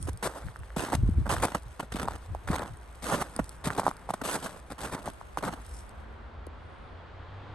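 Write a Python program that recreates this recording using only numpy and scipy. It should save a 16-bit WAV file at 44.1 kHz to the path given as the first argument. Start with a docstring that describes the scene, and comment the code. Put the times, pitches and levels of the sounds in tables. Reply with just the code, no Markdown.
"""An empty yard at night, on trodden, icy snow, heard from a phone in the hand of a walker who stops
after five and a half seconds. Close below, each sole crushes and scrapes the crust: collapsing grains
ring dully in the packed snow and fizz in the treble, with thuds, cracks and ticking crumbs of ice.
A jacket rustles beside the microphone and air buffets it now and then. Far off, traffic murmurs
and one engine slowly gathers speed."""
import sys
import numpy as np
from scipy import signal
from scipy.fft import rfft, irfft
from scipy.io import wavfile
from scipy.ndimage import uniform_filter1d

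SR = 44100
rng = np.random.default_rng(int(sys.argv[2]) if len(sys.argv) > 2 else 0)


def dump_mix(stems):
    """Bounce the given channels to the path in sys.argv[1] as a 16-bit WAV at rate SR."""
    frames = np.atleast_2d(stems).T  # one column per channel
    limited = np.clip(frames, -1, 1)  # hard clip at full scale
    pcm = np.round(limited * 32767).astype(np.int16)
    wavfile.write(sys.argv[1], SR, pcm)


N = 332514
TIME = np.arange(N) / SR


def undb(db):
    """Decibels to gain."""
    return 10 ** (np.asarray(db) / 20)


def unit(x):
    """Scale to rms 1."""
    return x / np.sqrt(np.mean(x ** 2) + 1e-18)


def add(track, start_s, sound):
    """Mix a sound into a track."""
    i = max(int(start_s * SR), 0)
    track[i:i + len(sound)] += sound[:max(N - i, 0)]


def colour(x, spectrum, size=4096):
    """Causal filter shaped by (frequency_hz, relative_db) points; keeps the power of white noise."""
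    hz, db = np.transpose(spectrum)
    gain = undb(np.interp(np.log(np.fft.rfftfreq(size, 1 / SR) + 1), np.log(hz), db))
    cepstrum = irfft(np.log(gain))
    cepstrum[1:size // 2] *= 2  # folding the cepstrum gives minimum phase
    cepstrum[size // 2 + 1:] = 0
    response = irfft(np.exp(rfft(cepstrum)))
    return signal.oaconvolve(x, response / np.linalg.norm(response))[:N]


def noise(spectrum):
    """Coloured noise, rms near 1."""
    return colour(rng.standard_normal(N), spectrum)


def drift(rate_hz):
    """Smooth random drift, spread near 1."""
    return np.interp(TIME * rate_hz, np.arange(N), rng.standard_normal(N))


# Far traffic, its murmur and its tyre hiss: frequency_hz, relative_db
MURMUR_SPECTRUM = [(60, 6.5), (120, 6.5), (250, -1.5), (400, 0), (1000, 0), (1500, -3.5), (2200, -12),
                   (4800, -30.5), (9000, -42), (10800, -74)]
TYRE_SPECTRUM = [(1200, 1.5), (2200, -2), (3300, 4), (4700, -5.5), (5800, -22), (10000, -40)]


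def far_traffic(murmur_rise_db_per_s=0.6052, car_nears_s=4.9, hiss_rise_db_per_s=4.5):
    """A wide murmur of tyres grows slowly; their hiss rises faster once a car draws nearer."""
    murmur_db = -53 + murmur_rise_db_per_s * TIME
    hiss_db = -72.5 + hiss_rise_db_per_s * np.maximum(TIME - car_nears_s, 0)
    mid, side = (undb(murmur_db + 1.5 * drift(2.5)) * noise(MURMUR_SPECTRUM)
                 + undb(hiss_db) * noise(TYRE_SPECTRUM) for _ in range(2))
    return 0.86 * mid + np.array([[.45], [-.45]]) * side


# One engine across town, pitched at its firing rate: time_s, pitch_hz, level_db
ENGINE_REVS = [(0, 55.26, -52), (5.2, 59.8, -57), (5.601, 64.6, -56), (5.949, 72.06, -47),
               (6.301, 78.1, -46), (6.702, 79.8, -48.5), (7.051, 87.7, -53), (7.301, 94.7, -47.5),
               (7.54, 103, -45)]


def far_engine():
    """A lumpy engine pulls up through its revs; the way across town fades each order in and out."""
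    times, *columns = np.transpose(ENGINE_REVS)
    firing_hz, level_db = (np.interp(TIME, times, column) for column in columns)
    phase = 2 * np.pi * np.cumsum(firing_hz) / SR
    engine = np.zeros(N)
    for order, order_db in [(1, 0), (3 / 4, -6), (3, -17)]:
        fading = .8 + drift(14) + 1j * drift(14)
        engine += undb(order_db) * np.real(fading * np.exp(1j * order * phase))
    return unit(engine) * undb(level_db)


# Rumble of the town beyond the yard: frequency_hz, relative_db
RUMBLE_SPECTRUM = [(20, -19), (36, -7.5), (52, 19), (70, 12), (110, -0.5), (250, -66)]
# Its rise and fall: time_s, level_db
RUMBLE_SWELLS = [(0, -53), (2.7, -47.5), (4.1, -60), (5.7, -45.5), (7.54, -56)]


def town_rumble():
    """The town's low rumble slowly swells and sinks."""
    level_db = np.interp(TIME, *np.transpose(RUMBLE_SWELLS))
    return undb(level_db) * noise(RUMBLE_SPECTRUM)


# Air striking the microphone: start_s, length_s, level_db
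GUSTS = [(0, .16, -34.5), (0.428, 0.075, -36.5), (.588, 0.047, -38), (.948, 0.2, -27.5),
         (1.027, 0.063, -28.5), (1.169, 0.045, -19), (1.23, .2, -33.5), (1.658, 0.034, -39),
         (1.907, 0.27, -42), (2.293, 0.079, -33.5), (2.468, 0.08, -31.5), (2.692, 0.056, -39.5),
         (3.406, 0.03, -34), (3.644, 0.072, -39)]
# Its eddies, right at the ports: frequency_hz, relative_db
EDDY_SPECTRUM = [(22, -47), (45, -3.5), (68, 0), (110, -5.5), (200, -24.5), (400, -35), (900, -94)]


def wind_buffets(edge_s=0.034):
    """Eddies thump on the two microphone ports, partly on each alone."""
    force = np.zeros(N)
    for start, length, db in GUSTS:
        onset = np.tanh((TIME - start) * 2 / edge_s)
        ending = np.tanh((TIME - start - length) * 2 / edge_s)
        force += undb(db) * (onset - ending) / 2
    shared = noise(EDDY_SPECTRUM)
    eddies = np.array([shared + noise(EDDY_SPECTRUM) / 2 for _ in range(2)])
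    running_rms = np.sqrt(uniform_filter1d(np.mean(eddies ** 2, axis=0), SR // 20))
    return force * eddies / running_rms


# A sleeve slides on the jacket, within arm's length: middle_s, half_width_s, level_db
SLEEVE_SWISHES = [(.035, 0.034, -51), (3.4, 0.22, -61), (5.76, .07, -54), (6.74, 0.21, -80)]
# The sliding cloth: frequency_hz, relative_db
SLEEVE_SPECTRUM = [(2500, -26), (4400, -12), (5300, 3), (6600, -4), (7400, 0), (8600, 4.5), (10200, 9),
                   (11500, -11), (12600, -20)]


def jacket(rustle_db=-63.5, rest_s=5.79, fade_db_per_s=42):
    """A jacket rustles faintly, bright as the ice, until the walker rests; at times a sleeve swishes."""
    moving_db = rustle_db - fade_db_per_s * np.maximum(TIME - rest_s, 0)
    rustle = undb(moving_db + 2.2 * drift(17)) * noise(ICE_SPECTRUM)
    sliding = sum(undb(db) * np.exp(-((TIME - middle) / width) ** 2)
                  for middle, width, db in SLEEVE_SWISHES)
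    swish = sliding * noise(SLEEVE_SPECTRUM)
    return (rustle + swish) * undb(3.2 * drift(350))


def after_steps(db, spread_db, within_s=0.38, count=4):
    """A few small events at random moments after each heel strike: start_s, level_db."""
    heels = np.repeat([step[0] for step in FOOTFALLS], count)
    when, size = rng.random((len(heels), 2)).T
    return list(zip(heels + within_s * np.sqrt(when), db + spread_db * (2 * size - 1)))


# Kicked ice crumbs landing near the feet: start_s, relative_db
KICKED_CRUMBS = [(0.027, -23.5), (.1321, -31), (0.174, -30), (2.956, -39), (3.3636, -22), (3.4425, -28),
                 (3.493, -25), (3.9678, -33), (5.0584, -30), (5.664, -34.5), (5.893, -38.5),
                 (6.4668, -34.5)]


def ice_crumbs(ring_s=0.00092):
    """Bits of ice tick brightly on the frozen ground; every step also scatters finer ones."""
    ticks = np.zeros(N)
    t = np.arange(SR // 100) / SR
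    for start, db in KICKED_CRUMBS + after_steps(db=-42.5, spread_db=-4):
        add(ticks, start, undb(db) * np.exp(-t / ring_s) * rng.standard_normal(len(t)))
    tick_spectrum = [(1500, -21), (5000, 0), (7000, -7.5), (8500, 8.5), (10500, 5), (12500, -9)]
    return undb(-5.5) * colour(ticks, tick_spectrum)


# Footfalls below the microphone; fizz (ice) and shake (ground) are relative to the crunch:
# start_s, bite_db, heel_s, heel_db, heel_swell_db, roll_db, sole_lag_s, sole_s, sole_db,
# settle_db, fizz_db, shake_db, grains_per_s
FOOTFALLS = [(.225, -50, 0.05, -31.5, -4.5, -48, .12, 0.044, -45, -53.5, -4, -8.5, 13400),
             (.762, -37.5, 0.078, -37, -1.5, -38.5, 0.16, 0.03, -30.5, -82, -3.5, -2.5, 3860),
             (1.291, -45, 0.053, -31.5, -8, -40.5, 0.13, 0.033, -27.5, -43.5, -2.5, -4.5, 5000),
             (1.92, -32.5, 0.053, -42, 10, -57, 0.065, 0.049, -36, -44.5, -5, -2.5, 1200),
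             (2.474, -35.5, 0.021, -40.5, -5.5, -38, 0.038, 0.05, -33.5, -40, -6, -4, 1280),
             (3.021, -51, 0.14, -36.5, 9, -38, 0.18, 0.024, -32, -51, -3, -1.5, 9300),
             (3.64, -41, .043, -34, 1, -42, .136, .026, -31, -47.5, -5, -2.5, 1500),
             (4.235, -59, .13, -37, 4.5, -47, .189, 0.045, -38.5, -50, 0, -4, 8400),
             (4.78, -51, 0.08, -41, 13, -44.5, 0.14, 0.032, -36.5, -49.5, -3.5, -1.5, 4100),
             (5.375, -39, 0.014, -35, -8, -51, 0.049, 0.066, -34, -51.5, -8, -2, 3460)]
# A boot slips, pushes off or grazes the crust in mid swing: start_s, length_s, level_db, fizz_db
BOOT_SCUFFS = [(0.07, 0.023, -41, -3), (1.255, 0.025, -39, -14), (1.545, 0.0098, -27.5, -8.5),
               (1.793, 0.014, -36.5, -6), (1.826, 0.011, -41.5, -13), (3.122, 0.0283, -35.5, -13),
               (3.349, 0.029, -45.5, -13), (3.389, 0.006, -27.5, -15), (3.835, 0.0548, -40, -6.5),
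               (4.092, .016, -37.5, -4.5), (4.135, 0.0071, -33.5, -4), (4.213, 0.0044, -30.5, -9.5),
               (4.70, 0.028, -41.5, -7), (5.054, 0.045, -42, -6), (5.523, .014, -39, -7)]


def boot_strokes(bite_s=0.003, bite_swell_db=-16, bite_grains_per_s=3000, settle_s=0.13):
    """The heel bites and digs in, the foot rolls, the sole lands, the snow settles; scuffs come too."""
    for (heel_at, bite_db, heel_s, heel_db, swell_db, roll_db, lag_s, sole_s, sole_db,
         settle_db, fizz_db, shake_db, rate) in FOOTFALLS:
        sole_at = heel_at + lag_s
        roll_s = max(lag_s - heel_s, .005)
        bright_db, muffled_db = fizz_db + 0.76, fizz_db - 2.5  # the heel scrapes, the flat sole muffles
        # start_s, length_s, level_db, fizz_db, shake_db, swell_db, grains_per_s
        yield heel_at, bite_s, bite_db, bright_db, shake_db, bite_swell_db, bite_grains_per_s
        yield heel_at, heel_s, heel_db, bright_db, shake_db - 0.5, swell_db, rate
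        yield heel_at + heel_s, roll_s, roll_db, muffled_db, shake_db, -4, rate * 0.65
        yield sole_at, bite_s, sole_db - 7, muffled_db, shake_db, bite_swell_db, bite_grains_per_s
        yield sole_at, sole_s, sole_db, muffled_db, shake_db, 1.5, rate
        yield sole_at + sole_s, settle_s, settle_db, muffled_db, shake_db, -12, rate * .4
    for start, length, db, fizz_db in BOOT_SCUFFS:
        yield start, length, db, fizz_db, 0.5, 0, 1700


def sole_pressure(length_s, swell_db, grains_per_s, attack_s=0.0026, release_s=0.0035, slip_s=0.0059):
    """Pressure over one stroke: coarse crust gives way in jerks, fine snow slides evenly."""
    t = np.arange(int((length_s + 5 * release_s) * SR)) / SR
    pressure = undb(swell_db * np.minimum(t / length_s, 1)) * (1 - np.exp(-t / attack_s))
    pressure *= np.exp(-np.maximum(t - length_s, 0) / release_s)
    # every 7 to 20 ms the crust yields at once, then holds again
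    slips = np.cumsum(np.append(0, rng.uniform(.007, .02, 50)))
    since_slip = t - slips[np.searchsorted(slips, t, side="right") - 1]
    jerk_db = 14 / np.sqrt(1 + (grains_per_s / 4000) ** 2)
    return pressure * undb(jerk_db * np.exp(-since_slip / slip_s))


def grains(pressure, length_s, grains_per_s, spread_db=3.5):
    """Unevenly sized grains collapse at random under the pressure; rms 1 over the stroke's length."""
    grain_rng = np.random.default_rng(rng.integers(2 ** 31))
    luck, size, sign = grain_rng.random((len(pressure), 3)).T
    breaks = luck <= max(grains_per_s / SR, np.sort(luck)[4])  # at least five grains
    size_db = spread_db * np.minimum(-np.log(1 - size), 3.5)
    impulses = breaks * undb(size_db) * np.sign(sign - .5) * pressure
    return unit(impulses) * np.sqrt(length_s * SR / len(pressure))


def shatter(impulses, decay_s):
    """Each impulse becomes a tiny burst of noise."""
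    pole = np.exp(-1 / (decay_s * SR))
    power = signal.lfilter([1 - pole], [1, -pole], impulses ** 2 + 1e-18)
    return np.sqrt(power) * rng.standard_normal(N)


def crystal_patches(x, split_hz, spread_db, rate_hz, low_db=0):
    """Coarse and fine crystals take turns: the low and high bands flicker separately."""
    low = signal.sosfiltfilt(signal.butter(2, split_hz, fs=SR, output="sos"), x)
    low_flicker, high_flicker = (unit(undb(spread_db * drift(rate_hz))) for _ in range(2))
    return low * undb(low_db) * low_flicker + (x - low) * high_flicker


# Shaken ground, packed snow and icy surface, from hand height: frequency_hz, relative_db
GROUND_SPECTRUM = [(50, -16.5), (110, -5.5), (180, -2.5), (280, -3), (450, -25), (900, -50.5)]
SNOW_SPECTRUM = [(100, -30.5), (300, -3), (550, 0), (900, -1.5), (1400, -4), (1900, -11.5), (2600, -26.5),
                 (5000, -53)]
ICE_SPECTRUM = [(900, -3.5), (1800, -1.5), (2800, -1), (3800, -2.5), (5500, -7.5), (6300, -4.5),
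                (7100, -9.5), (8100, -1.5), (9500, -4), (10400, 0), (11500, -7), (12400, -17.5),
                (13200, -20)]


def snow_crunch(fizz_steadiness=0.25, medium_grains_per_s=2260, crackle_db_per_octave=2.0):
    """Collapsing grains shake the ground, ring the packed snow and fizz at the icy surface."""
    ground, snow, ice = np.zeros((3, N))
    for start, length, db, fizz_db, shake_db, swell_db, rate in boot_strokes():
        pressure = sole_pressure(length, swell_db, rate)
        surface, deep = (grains(pressure, length, rate) for _ in range(2))
        add(ground, start, deep * undb(db + shake_db))
        add(snow, start, (surface + deep) / np.sqrt(2) * undb(db))
        progress = np.minimum(np.arange(len(pressure)) / (length * SR), 1)
        steadying_db = fizz_steadiness * swell_db * (1 - progress)  # fizz follows only part of the swell
        add(ice, start, surface * undb(db + fizz_db + steadying_db))
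    # loosened powder keeps trickling for a moment after each collapse
    fizz = undb(1) * shatter(ice, decay_s=0.00097) + undb(-13) * shatter(ice, decay_s=0.012)
    settling = undb(-14.5) * shatter(snow, decay_s=0.0062)
    fizz = colour(fizz, ICE_SPECTRUM)
    ring = colour(undb(1.57) * snow + settling, SNOW_SPECTRUM)
    # coarse crust, with fewer grains a second, crackles lower than fine snow
    heels, *_, rates = np.transpose(FOOTFALLS)
    crackle_db = crackle_db_per_octave * np.interp(TIME, heels, np.log2(medium_grains_per_s / rates))
    fizz = crystal_patches(fizz, split_hz=4200, spread_db=0.37, rate_hz=99, low_db=crackle_db)
    ring = crystal_patches(ring, split_hz=1360, spread_db=2.9, rate_hz=90)
    return colour(ground, GROUND_SPECTRUM) + ring + fizz


# Dull blows of the heels and of the jolted phone: start_s, level_db, pitch_hz
SOFT_BLOWS = [(0.083, -28.5, 294), (.767, -22, 184), (.933, -20, 260), (1.033, -21.5, 161),
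              (1.089, -19, 197), (1.183, -25, 178), (1.945, -25.5, 220), (2.501, -18, 176),
              (3.394, -21, 215), (3.67, -19.5, 157), (5.487, -30.5, 210), (6.469, -41, 300.2)]


def thuds(rise_s=.0032, sag_s=.005):
    """A soft blow gives a few low swings that sag through their listed pitch as the contact widens."""
    track = np.zeros(N)
    t = np.arange(SR // 20) / SR
    envelope = t / rise_s * np.exp(1 - t / rise_s)
    sag = .7 + .9 * np.exp(-t / sag_s)
    for start, db, hz in SOFT_BLOWS:
        phase = 2 * np.pi * np.cumsum(hz * sag) / SR
        add(track, start, undb(db) * envelope * np.sin(phase))
    return track


# Pieces of crust snapping underfoot: start_s, level_db, pitch_hz
CRUST_PIECES = [(0.485, -32, 1500), (0.5602, -29.5, 1360), (0.634, -35, 1500), (0.704, -33, 1460),
                (.931, -16, 800), (1.3662, -18.5, 1300), (1.8006, -19, 850), (2.077, -21, 900),
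                (2.0844, -13.5, 945), (2.3489, -21.5, 755), (2.4778, -24, 1320), (2.487, -20.5, 1470),
                (2.556, -25, 770), (2.631, -24, 940), (3.123, -15, 790), (3.3916, -15.5, 600),
                (3.7039, -16, 1410), (3.783, -17.5, 760), (3.7955, -11.5, 920), (3.833, -23.5, 820),
                (3.8656, -8, 870), (3.8706, -14.5, 890), (3.88, -11.5, 856), (3.9125, -23, 1100),
                (4.0905, -20, 820), (4.1052, -15.5, 835), (4.1389, -22, 745), (5.0766, -19.5, 754),
                (5.2128, -28.5, 940), (5.3731, -14.5, 930), (6.4697, -34, 510)]


def crust_cracks(rise_cycles=0.7, snap_db=-18, snap_s=0.00053, small_piece_hz=1260):
    """A sharp snap, then two or three heavily damped swings of the crust; small pieces die sooner."""
    knocks, snaps = np.zeros((2, N))
    t = np.arange(SR // 100) / SR
    # small pieces go on snapping while a foot bears weight
    small_pieces = [(start, db, small_piece_hz * 2 ** rng.uniform(-0.56, 0.43))
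                    for start, db in after_steps(db=-43.5, spread_db=2.5)]
    for start, db, hz in CRUST_PIECES + small_pieces:
        age = t * hz / rise_cycles
        envelope = (age * np.exp(1 - age)) ** 2
        add(knocks, start, undb(db) * envelope * np.sin(2 * np.pi * hz * t))
        add(snaps, start, undb(db + snap_db) * np.exp(-t / snap_s) * rng.standard_normal(len(t)))
    return knocks + colour(snaps, ICE_SPECTRUM)


# The two microphone ports, for sound from below:
# frequency_hz, left_minus_right_db, left_lead_rad, coherence
PORT_RESPONSE = [(333, -0.5, 0.28, 0.86), (676, -1, 0.33, 1), (1300, -3, 0.1, 0.84), (1960, -5, 0.99, 1),
                 (2680, 7.5, 2, 0.58), (3500, 7.5, 0.46, 0.72), (5830, 5, 1.61, 0.89),
                 (6500, -2.5, 1, 0.55), (7500, 1.5, 1, 0.42), (9240, -1.5, -1.62, 1),
                 (10540, 1.5, -3.5, 0.96), (11500, -0.5, -5.5, 0.54)]


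def microphone_ports(x, paths=3, path_taps=40):
    """Hand and phone shade and delay each port differently; some sound scatters by changing paths."""
    hz, *columns = np.transpose(PORT_RESPONSE)
    bins_hz = np.fft.rfftfreq(N, 1 / SR)
    balance_db, lead, coherence = (np.interp(bins_hz, hz, column) for column in columns)
    scattered = np.zeros(N)
    for _ in range(paths):
        strength = drift(70)
        echoes = unit(rng.standard_normal(path_taps))
        scattered += strength * np.convolve(x, echoes)[:N]
    scattered *= np.std(x) / np.std(scattered)
    side = np.array([[1], [-1]])
    shade = undb(side * balance_db / 2)
    shade /= np.sqrt(np.mean(shade ** 2, axis=0))
    direct = rfft(x) * np.sqrt((1 + coherence) / 2)
    diffuse = side * rfft(scattered) * np.sqrt((1 - coherence) / 2)
    left_lead = np.exp(1j * lead * np.array([[1], [0]]))
    return irfft((direct + diffuse) * shade * left_lead, N)


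def scene():
    """The walker close by, air on the microphone and the town far off all round."""
    walker = snow_crunch() + thuds() + crust_cracks() + ice_crumbs() + jacket()
    return microphone_ports(walker) + wind_buffets() + far_traffic() + far_engine() + town_rumble()


def record(dry):
    """The phone cuts the top treble steeply."""
    top_hz = 12700
    return signal.sosfilt(signal.ellip(8, .2, 70, top_hz, fs=SR, output="sos"), dry)


dry = scene()
out = record(dry)
dump_mix(out)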